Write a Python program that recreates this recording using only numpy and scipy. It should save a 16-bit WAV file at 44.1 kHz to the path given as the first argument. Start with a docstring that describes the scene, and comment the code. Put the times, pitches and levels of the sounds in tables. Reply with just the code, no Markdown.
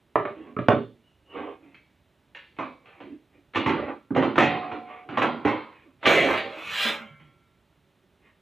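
"""A thin sheet-steel cover is worked loose from a cabinet on a workbench in a small, hard-walled room.
First something is put down, knocking on the bench; hands rub the cover and a fingertip squeaks.
From about 2.3 s the cover is tugged and clanks against its catches, plucking a chassis panel at 4.4 s.
At 6 s its edges break free and grate up the chassis, then it swishes over the back plate.
Just before 7 s it comes clear, flexes in the hands and rings on in the air over faint room tone."""
import sys
import numpy as np
from scipy import signal
from scipy.fft import rfft, irfft, next_fast_len
from scipy.io import wavfile
from scipy.ndimage import map_coordinates

SR = 44100
rng = np.random.default_rng(int(sys.argv[2]) if len(sys.argv) > 2 else 0)


def put_to_file(sound):
    """Save the sound as 16-bit audio at rate SR, in the file named by the first command-line argument."""
    columns = np.atleast_2d(sound).T  # one column per channel
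    safe = np.clip(columns, -1, 1)
    whole_steps = np.round(safe * 32767)
    wavfile.write(sys.argv[1], SR, whole_steps.astype(np.int16))


N = 370877

# the cover's longest modes when it hangs free: f/Hz, level/dB, t60/s
COVER_MODES = [(231, -3, .7), (309, -2, .4), (354, -5, .35), (426, -2, .35), (561, -2, .6), (625, -3, .4),
               (787, -4, .4), (957, -3, .4), (1082, -10, .9), (1193, -3, .35), (1358, -13, 1.4),
               (1572, -5, .35), (1820, -5, .35), (1993, -1, .35), (2105, -7, .95), (2157, -5, .7),
               (2287, -4, .95), (2466, -7, .5), (2657, -5, .45), (2723, -5, .4), (2864, -7, .6),
               (3125, -9, .7), (3289, -8, .55)]
# EQ of the struck sheet: f/Hz, level/dB
STEEL_EQ = [(30, -46.5), (55, -25), (110, -9.5), (160, -3.5), (195, -9), (230, -1.5), (305, 0.5),
            (490, -10.5), (570, -13.5), (660, -14), (780, -9), (1200, -12), (1600, -14), (2600, -10.5),
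            (3800, -24), (5200, -29.5), (6700, -34), (8200, -46.5), (15000, -52)]
# the cover hits the chassis: t/s, knock level before trim/dB, thump re knock/dB, clank re knock/dB,
# knock f/Hz, crash t60/s
COVER_BLOWS = [(1.744, -54.5, 4, 13.5, 1384, 0.064), (2.348, -42, -12, 10.5, 963, .33),
               (2.565, -48.5, -7, 0.5, 1170, 0.17), (2.586, -19.5, -5, -10.5, 1200, 0.27),
               (2.856, -46.5, -14, 1, 1160, 0.4), (3.002, -35, -5, -6.5, 950, 0.15),
               (3.535, -38.5, -1, 2, 1460, 0.14), (3.547, -27.5, -9.5, 4.5, 794, 0.15),
               (3.556, -15, -2, -2, 1195, 0.29), (3.66, -13.5, 0.5, -5.5, 890, 0.32),
               (3.691, -21, 2, -2, 1340, 0.079), (3.879, -40, -6.5, -10, 557, 0.17),
               (4.105, -34, 20, -21, 590, .1), (4.148, -22.5, 2, -8, 500, 0.2),
               (4.161, -11, 0.5, -11, 450, 0.31), (4.224, -14.5, -1, -10.5, 600, 0.29),
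               (4.356, -19.5, -2, -5.5, 960, .22), (4.379, -6.5, -2.5, -6.5, 535, 0.059),
               (4.397, -14, -28, 0.5, 544, 0.2), (4.424, -15, 0, -1, 582, 0.56),
               (4.715, -26, -4.5, -8, 478, 0.22), (5.088, -30, 1.5, -4.5, 1410, 0.43),
               (5.172, -11, -8, -9, 1060, 0.17), (5.217, -12, -11.5, -4.5, 1080, .17),
               (5.235, -15.5, -2.5, -14, 980, 0.59), (5.449, -12.5, 4, -10, 452, .15),
               (5.472, -15.5, -13, -6, 627, 0.47), (6.028, -25.5, -15, -4, 1310, 0.29),
               (6.055, -10.5, -13.5, 2, 1180, 0.25), (7.198, -54.5, -2, 5.5, 1360, 0.24)]


def cover_blows():
    """A crack at the contact and a crash of crowded plate modes; hands and chassis damp the long modes."""
    out, t = np.zeros(N), np.arange(SR * 2 // 3) / SR
    trim_db, spot_spread = -12, 0.083  # spread: share by which resonances shift with the struck spot
    modes = ringing(COVER_MODES, t, damping=1.61)
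    crowd = crowded_modes(t, t60_at_2khz=0.36)
    boom = norm(bench_boom(t))
    for s, db, thump_db, clank_db, knock_hz, crash_t60 in COVER_BLOWS:
        contact = burst(t, t60=0.015) + amp(-2.5) * burst(t, t60=crash_t60) + amp(-18) * excited(crowd)
        contact *= 1 - np.exp(-t / 0.0027)  # a glancing edge bites gradually
        blow = norm(coloured(uneven(contact, depth_db=3), STEEL_EQ)) + amp(-10.5) * excited(modes)
        blow += amp(-18) * boom  # the cabinet passes the shock on to the bench
        thump_hz, clank_hz = np.array([307, 1920]) * np.exp(spot_spread * rng.standard_normal(2))
        blow = resonant(blow, [thump_hz, knock_hz, clank_hz], q=12, boost=1)
        sound = in_room(blow, wet_db=-4, build_s=0.0075)
        sizzle_db = -46.5 + grown(db + clank_db) - db
        add(out, s, voiced(sound, db + trim_db, thump_db, clank_db, sizzle_db, skid_s=0.0075))
    return out


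def crowded_modes(t, t60_at_2khz, count=150):
    """The sheet's many lesser modes, dying sooner the higher they lie."""
    hz = 500 + 13000 * ((np.arange(count) + rng.random(count)) / count) ** 2
    return ringing([(f, 0, t60_at_2khz * (f / 2000) ** -.15) for f in hz], t)


# EQ of a grating steel edge and of sheet sliding on sheet: f/Hz, level/dB
GRATE_EQ = [(30, -44.5), (70, -18), (120, -10), (190, -12.5), (260, -8.5), (370, 1), (480, -8.5),
            (580, -2.5), (760, -13), (1200, -9.5), (1650, -15), (2050, -12), (3400, -20.5), (5200, -29),
            (6600, -30.5), (8500, -37.5), (15000, -40)]
SWISH_EQ = [(35, -53.5), (100, 6), (230, -8), (335, -11), (560, -19.5), (950, -13.5), (1570, -6), (2400, 2),
            (3300, -1.5), (5300, -15.5), (6700, -16.5), (9000, -23), (15000, -21.5)]
# band mix, a row each for thump, knock, clank, sizzle: level/dB, growth/(dB per dB of pressure or speed)
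GRATE_MIX = [(-22, 1.5), (-21.5, 1.15), (-20, 1.24), (-38.5, 2.07)]
SWISH_MIX = [(-55, 0.4), (-32, 1), (-25.5, 1.5), (-37.5, 1.67)]


def lift_scrape():
    """The edges break loose and grate ever more lightly; the cover then swishes over the back plate."""
    out, t = np.zeros(N), np.arange(5.9, 7.5, 1 / SR)
    pressure_db = swell(t - 6.07, hold_s=0.27, rise_s=0.092, release_s=0.76, sag_db_per_s=17.5)
    speed_db = swell(t - 6.83, hold_s=0.067, rise_s=1, release_s=0.47, sag_db_per_s=23)
    grate = [amp(db + growth * pressure_db) for db, growth in GRATE_MIX]
    swish = [amp(db + growth * speed_db) for db, growth in SWISH_MIX]
    add(out, t[0], friction(grate, GRATE_EQ, slips_per_s=1200, spread_db=5.5, ring_db=-9))
    add(out, t[0], friction(swish, SWISH_EQ, slips_per_s=2600, spread_db=2, ring_db=-24))
    return out


def friction(band_gains, eq, slips_per_s, spread_db, ring_db, hop=3072):
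    """Uneven little slips ring the sheet, and other modes answer as the contact travels."""
    t, grain = np.arange(SR // 4) / SR, 2 * hop
    modes = ringing(COVER_MODES, t, damping=0.83)
    sound = np.zeros(len(band_gains[0]) + grain)
    for start in range(0, len(sound), hop):
        slips = (rng.random(grain) < slips_per_s / SR) * amp(spread_db * rng.standard_normal(grain))
        slips = norm(slips * rng.choice([-1, 1], grain) * np.hanning(grain))
        crash = uneven(burst(t, t60=0.0095) + amp(-2.5) * burst(t, t60=0.096), depth_db=1)
        plate = norm(coloured(crash, eq)) + amp(ring_db) * excited(modes)
        add(sound, start / SR, signal.fftconvolve(slips, plate))
    sound = in_room(sound, wet_db=-0.5, build_s=.01)
    return sum(gain * unit(band[grain:]) for gain, band in zip(band_gains, split_bands(sound)))


# the chassis panel's ring: f/Hz, level/dB, t60/s
PANEL_MODES = [(230, -29, 0.94), (460, -48.5, 4.6), (550, -43, 0.77), (730, -23.5, 1.53), (787, -31, 1.3),
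               (1037, -32, 1.14), (2370, -36, .55), (2540, -25.5, .6), (2622, -30.5, 0.36)]


def panel_pluck():
    """The cover plucks a chassis panel as it slips past, and the undamped steel sings on."""
    out, t = np.zeros(N), np.arange(SR) / SR
    fade_out = np.minimum(1, (1 - t) / .2)
    add(out, 4.385, amp(-0.5) * ringing(PANEL_MODES, t).sum(axis=0) * fade_out)
    return out


# the freed cover is set ringing: t/s, level/dB
FREE_RINGS = [(6.849, 1.5), (7.199, -29)]


def free_rings():
    """Held in the air, the cover rings on; its pitches waver as the sheet flexes."""
    out, t = np.zeros(N), np.arange(SR) / SR
    attack = 1 - np.exp(-t / 0.006)
    for s, db in FREE_RINGS:
        sway = map_coordinates(rng.standard_normal(40), [t * 25])
        bent_time = t + np.cumsum(.003 * sway) / SR
        ring = excited(ringing(COVER_MODES, bent_time), scatter_db=2)
        add(out, s, amp(db) * in_room(ring * attack, wet_db=-4.5, build_s=0.019))
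    return out


# the loose sheet wobbles in the hands: t/s, hold/s, f/Hz, level/dB
FLEXES = [(6.855, 0.045, 230.5, -33), (7.01, 0.058, 229, -44), (7.11, 0.041, 151, -48),
          (7.21, .11, 159.6, -54)]


def sheet_flexes():
    """Each flex sounds a low bending note that sinks as the sheet's sides relax."""
    out, t = np.zeros(N), np.arange(-.05, .3, 1 / SR)
    sink_hz_per_s = 230
    for s, hold_s, hz, db in FLEXES:
        level_db = db + swell(t, hold_s, rise_s=0.017, release_s=0.043, sag_db_per_s=27)
        note = np.sin(2 * np.pi * np.cumsum(hz - sink_hz_per_s * t) / SR)
        add(out, s + t[0], amp(level_db) * note)
    return in_room(out, wet_db=-11, build_s=0.007)


# EQ of the bench top: f/Hz, level/dB
BENCH_EQ = [(29, -60.5), (50, -42.5), (113, -6), (196, -0.5), (227, 0), (310, 2), (413, -9), (538, -25),
            (607, -16.5), (981, -19.5), (1190, -11), (1590, -21), (2380, -21), (7920, -76), (15500, -65.5)]
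# its short ring: f/Hz, level/dB, t60/s
BENCH_MODES = [(397, 1.5, 0.19), (577, 0.5, 0.075), (1174, -1, 0.13), (1570, -13.5, .08)]
# hits on the bench: t/s, knock level before trim/dB, thump re knock/dB, clank re knock/dB,
# sizzle re knock/dB, knock f/Hz
BENCH_KNOCKS = [(0.156, -11.5, -10, -16, -63, 676), (0.252, -23, -15, -10.5, -54, 640),
                (0.565, -25.5, -1, -15.5, -59, 1250), (0.588, -27, 4, -7.5, -59, 520),
                (0.684, -8, -5, -13, -31.5, 616.5), (0.721, -21.5, 1, -16, -51, 464)]


def bench_knocks():
    """Tight knocks on the bench top, which then booms briefly under its load."""
    out, t = np.zeros(N), np.arange(SR * 2 // 3) / SR
    trim_db, thump_hz = -7.5, 437
    modes = ringing(BENCH_MODES, t)
    for s, db, thump_db, clank_db, sizzle_db, knock_hz in BENCH_KNOCKS:
        contact = burst(t, t60=0.048) + amp(-6) * burst(t, t60=.13)
        blow = norm(coloured(uneven(contact, depth_db=2.5), BENCH_EQ)) + amp(-13.5) * excited(modes)
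        blow = resonant(blow, [thump_hz, knock_hz], q=5.6, boost=2.6)
        sound = in_room(blow, wet_db=-5, build_s=0.015)
        add(out, s, voiced(sound, db + trim_db, thump_db, clank_db, sizzle_db, skid_s=.0003))
        boom_db = -49 + grown(db + thump_db)
        add(out, s, amp(boom_db) * in_room(bench_boom(t), wet_db=-7.5, build_s=0.02))
    return out


def bench_boom(t, hz=120):
    """The bench top bounces as a whole under a blow, over in a few cycles."""
    attack = 1 - np.exp(-t / 0.014)
    return unit(np.sin(2 * np.pi * hz * t) * amp(-60 * t / 0.084) * attack)


# EQ of fingers on the cover: f/Hz, level/dB
SKIN_EQ = [(35, -63.5), (60, -22), (191, -19), (280, 1), (396, -6), (428, -7.5), (642, -12.5), (825, -12.5),
           (1060, -14.5), (1170, -9.5), (1260, -20), (2470, -14), (6000, -63.5), (7800, -86.5),
           (13200, -120)]
# hand moves: full-pressure t/s, hold/s, knock level/dB, thump re knock/dB, clank re knock/dB
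HAND_RUBS = [(0.381, 0.14, -51.5, 9.5, -6.5), (1.371, 0.14, -36.5, 0, -10), (1.641, 0.099, -63.5, 8.5, 0.5),
             (2.881, 0.15, -55, -22, -2), (3.041, 0.1, -67.5, 27.5, 9.5), (3.357, 0.036, -69, 10, 2),
             (3.751, 0.092, -34.5, 4, -9.5), (3.894, 0.0042, -34.5, 1, -8.5),
             (4.544, 0.21, -37, -1.5, -8.5), (4.893, .14, -46.5, -11.5, -4.5), (5.14, .03, -41.5, 8, -5),
             (5.732, 0.11, -72.5, 4, 14.5), (5.866, 0.013, -63.5, 9.5, -6), (6.574, .06, -49, 0, 2),
             (8.252, 0.045, -67, -3, 5.5)]


def hand_rubs():
    """Hands shift on the cover and ease it along its seat: soft friction with no sizzle band."""
    out, t = np.zeros(N), np.arange(-.12, .36, 1 / SR)
    for s, hold_s, db, thump_db, clank_db in HAND_RUBS:
        pressure_db = db + swell(t, hold_s, rise_s=0.17, release_s=0.27, sag_db_per_s=46.5)
        gains = [amp(pressure_db + band_db) for band_db in (thump_db, 0, clank_db)]
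        add(out, s + t[0], friction(gains, SKIN_EQ, slips_per_s=480, spread_db=1, ring_db=-15.5))
    return out


# a fingertip squeaks on the steel: t/s, hold/s, level/dB
SQUEAKS = [(1.058, 0.039, -68.5), (1.319, .015, -51.5)]


def finger_squeaks(hz=2870, jitter=0.0299):
    """Skin sticks and slips fast and a little unevenly, giving a thin rough tone."""
    out, t = np.zeros(N), np.arange(-.1, .25, 1 / SR)
    for s, hold_s, db in SQUEAKS:
        waver = map_coordinates(rng.standard_normal(150), [(t - t[0]) * 400])
        tone = np.sin(2 * np.pi * np.cumsum(hz * (1 + jitter * waver)) / SR)
        level_db = db + swell(t, hold_s, rise_s=0.19, release_s=.2, sag_db_per_s=46.5)
        add(out, s + t[0], amp(level_db) * tone)
    return in_room(out, wet_db=-1, build_s=0.0092)


# reverb decay: f/Hz, t60/s
ROOM_DECAY = [(80, 0.23), (250, 0.42), (700, 0.22), (2500, 0.27), (5000, 0.57), (12000, 0.033)]


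def in_room(x, wet_db, build_s):
    """x plus a fresh diffuse tail, which builds up as the near walls answer."""
    hz, t, noise = signal.stft(rng.standard_normal(SR // 2), SR, nperseg=256)
    decay = amp(-60 * t / along(ROOM_DECAY, hz)[:, None])
    tail = signal.istft(noise * decay, SR, nperseg=256)[1]
    tail *= 1 - np.exp(-(np.arange(len(tail)) / SR / build_s) ** 2)
    return x + amp(wet_db) * signal.fftconvolve(x, norm(tail))[:len(x)]


# EQ of the background bed: f/Hz, level/dB
ROOM_TONE_EQ = [(15, -60.5), (25, -26), (69, -5), (156, -7.5), (274, -12), (378, -10.5), (509, -21),
                (567, -14), (741, -21.5), (804, -18.5), (1050, -22), (2850, -25.5), (3830, -27.5),
                (4620, -36.5), (15500, -44)]


def room_tone():
    """A faint steady rush under everything."""
    return amp(-65) * unit(coloured(rng.standard_normal(N), ROOM_TONE_EQ))


# the thump, knock, clank and sizzle bands: low f/Hz, high f/Hz
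BANDS = [(30, 450), (450, 1500), (1500, 4250), (4600, 17000)]


def split_bands(x):
    """x split into thump, knock, clank and sizzle."""
    return [signal.sosfilt(signal.butter(5, band, "bandpass", fs=SR, output="sos"), x) for band in BANDS]


def voiced(sound, db, thump_db, clank_db, sizzle_db, skid_s):
    """The hardness of a contact sets each band's level in the first 30 ms; the sizzle dies first."""
    t, onset = np.arange(len(sound)) / SR, SR * 3 // 100
    thump, knock, clank, sizzle = split_bands(sound)
    sizzle *= amp(-60 * t / 0.3)
    sizzle *= 1 - np.exp(-t / skid_s)  # it builds up while the contact skids
    gains = amp(db + np.array([thump_db, 0, clank_db, sizzle_db]))
    return sum(g * band / np.std(band[:onset]) for g, band in zip(gains, [thump, knock, clank, sizzle]))


def ringing(table, t, damping=1):
    """One dying sine for each mode: f/Hz, level/dB, t60/s."""
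    return np.array([amp(db - 60 * damping * t / t60) * np.sin(2 * np.pi * hz * t)
                     for hz, db, t60 in table])


def excited(modes, scatter_db=3):
    """Every contact point drives the modes with its own strengths and signs."""
    strengths = amp(rng.normal(0, scatter_db, len(modes)))
    signs = rng.choice([-1, 1], len(modes))
    return norm((strengths * signs) @ modes)


def burst(t, t60):
    """A dying puff of noise: many short modes at once."""
    return norm(rng.standard_normal(len(t)) * amp(-60 * t / t60))


def uneven(x, depth_db, step_hz=130):
    """Each contact point favours its own patches of the spectrum."""
    hz = np.arange(0, SR / 2, step_hz)
    ripple_db = depth_db * rng.standard_normal(400)[:len(hz)]
    return coloured(x, np.column_stack([hz, ripple_db]))


def resonant(x, centres_hz, q, boost):
    """The spot that is struck stresses a few broad resonances."""
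    return x + boost * sum(signal.lfilter(*signal.iirpeak(hz, q, SR), x) for hz in centres_hz)


def swell(t, hold_s, rise_s, release_s, sag_db_per_s):
    """Envelope in dB of one move: it peaks at t = 0 and sags while held; rise and release span 60 dB."""
    rise = np.maximum(-t, 0) / rise_s
    release = np.maximum(t - hold_s, 0) / release_s
    return -60 * (rise + release) - sag_db_per_s * np.clip(t, 0, hold_s)


def grown(db, growth=1.25, pivot_db=-21.5):
    """Gain in dB of a layer that grows faster than the blow itself."""
    return growth * (db - pivot_db)


def coloured(x, points):
    """x through a minimum-phase EQ: f/Hz, level/dB."""
    n = x.shape[-1]
    m = 2 * next_fast_len(n // 2 + 2048)
    gains = amp(along(points, np.fft.rfftfreq(m, 1 / SR)))
    cepstrum = irfft(np.log(gains + 1e-6))
    cepstrum[1:m // 2] *= 2
    cepstrum[m // 2 + 1:] = 0
    return irfft(rfft(x, m) * np.exp(rfft(cepstrum)), m)[..., :n]


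def along(points, hz):
    """Reads a curve of (f/Hz, value) points on a log axis."""
    f, v = np.transpose(points)
    return np.interp(np.log(hz + 1), np.log(f + 1), v)


def add(track, s, sound):
    """Mixes a sound into the track at time s."""
    part = track[max(round(s * SR), 0):][:len(sound)]
    part += sound[:len(part)]


def amp(db):
    """Decibels to gain."""
    return 10 ** (np.asarray(db) / 20)


def unit(x):
    """Scaled to rms 1."""
    return x / np.sqrt(np.mean(x ** 2) + 1e-20)


def norm(x):
    """Scaled to energy 1."""
    return x / np.sqrt(np.sum(x ** 2) + 1e-20)


# stereo balance: f/Hz, left minus right/dB
BALANCE = [(60, -4), (200, -4.5), (700, -3.5), (1300, -3), (2400, 0.1), (4400, -1), (8000, -1.04)]
# diffuse stereo width: f/Hz, side level/dB
WIDTH = [(100, -26), (400, -27.5), (1100, -11.5), (2200, -22.5), (4000, -12), (7000, -20), (14000, -29)]


def scene():
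    """The mix: lows and mids lean right; wall reflections differ a little between the sides."""
    mid = (bench_knocks() + cover_blows() + hand_rubs() + finger_squeaks() + lift_scrape()
           + panel_pluck() + free_rings() + sheet_flexes() + room_tone())
    scatter = burst(np.arange(SR // 4) / SR, t60=.16)
    side = coloured(signal.fftconvolve(mid, scatter)[:N], WIDTH)
    left = coloured(mid, [(hz, db / 2) for hz, db in BALANCE])
    right = coloured(mid, [(hz, -db / 2) for hz, db in BALANCE])
    return np.array([left + side, right - side])


def record(dry):
    """Soft clipping at full scale, then a brick-wall low-pass."""
    clipped = dry / (1 + dry ** 8) ** (1 / 8)
    m = next_fast_len(N + SR // 2)
    passband = np.fft.rfftfreq(m, 1 / SR) < 15500
    return irfft(rfft(clipped, m) * passband, m)[:, :N]


dry = scene()
out = record(dry)
put_to_file(out)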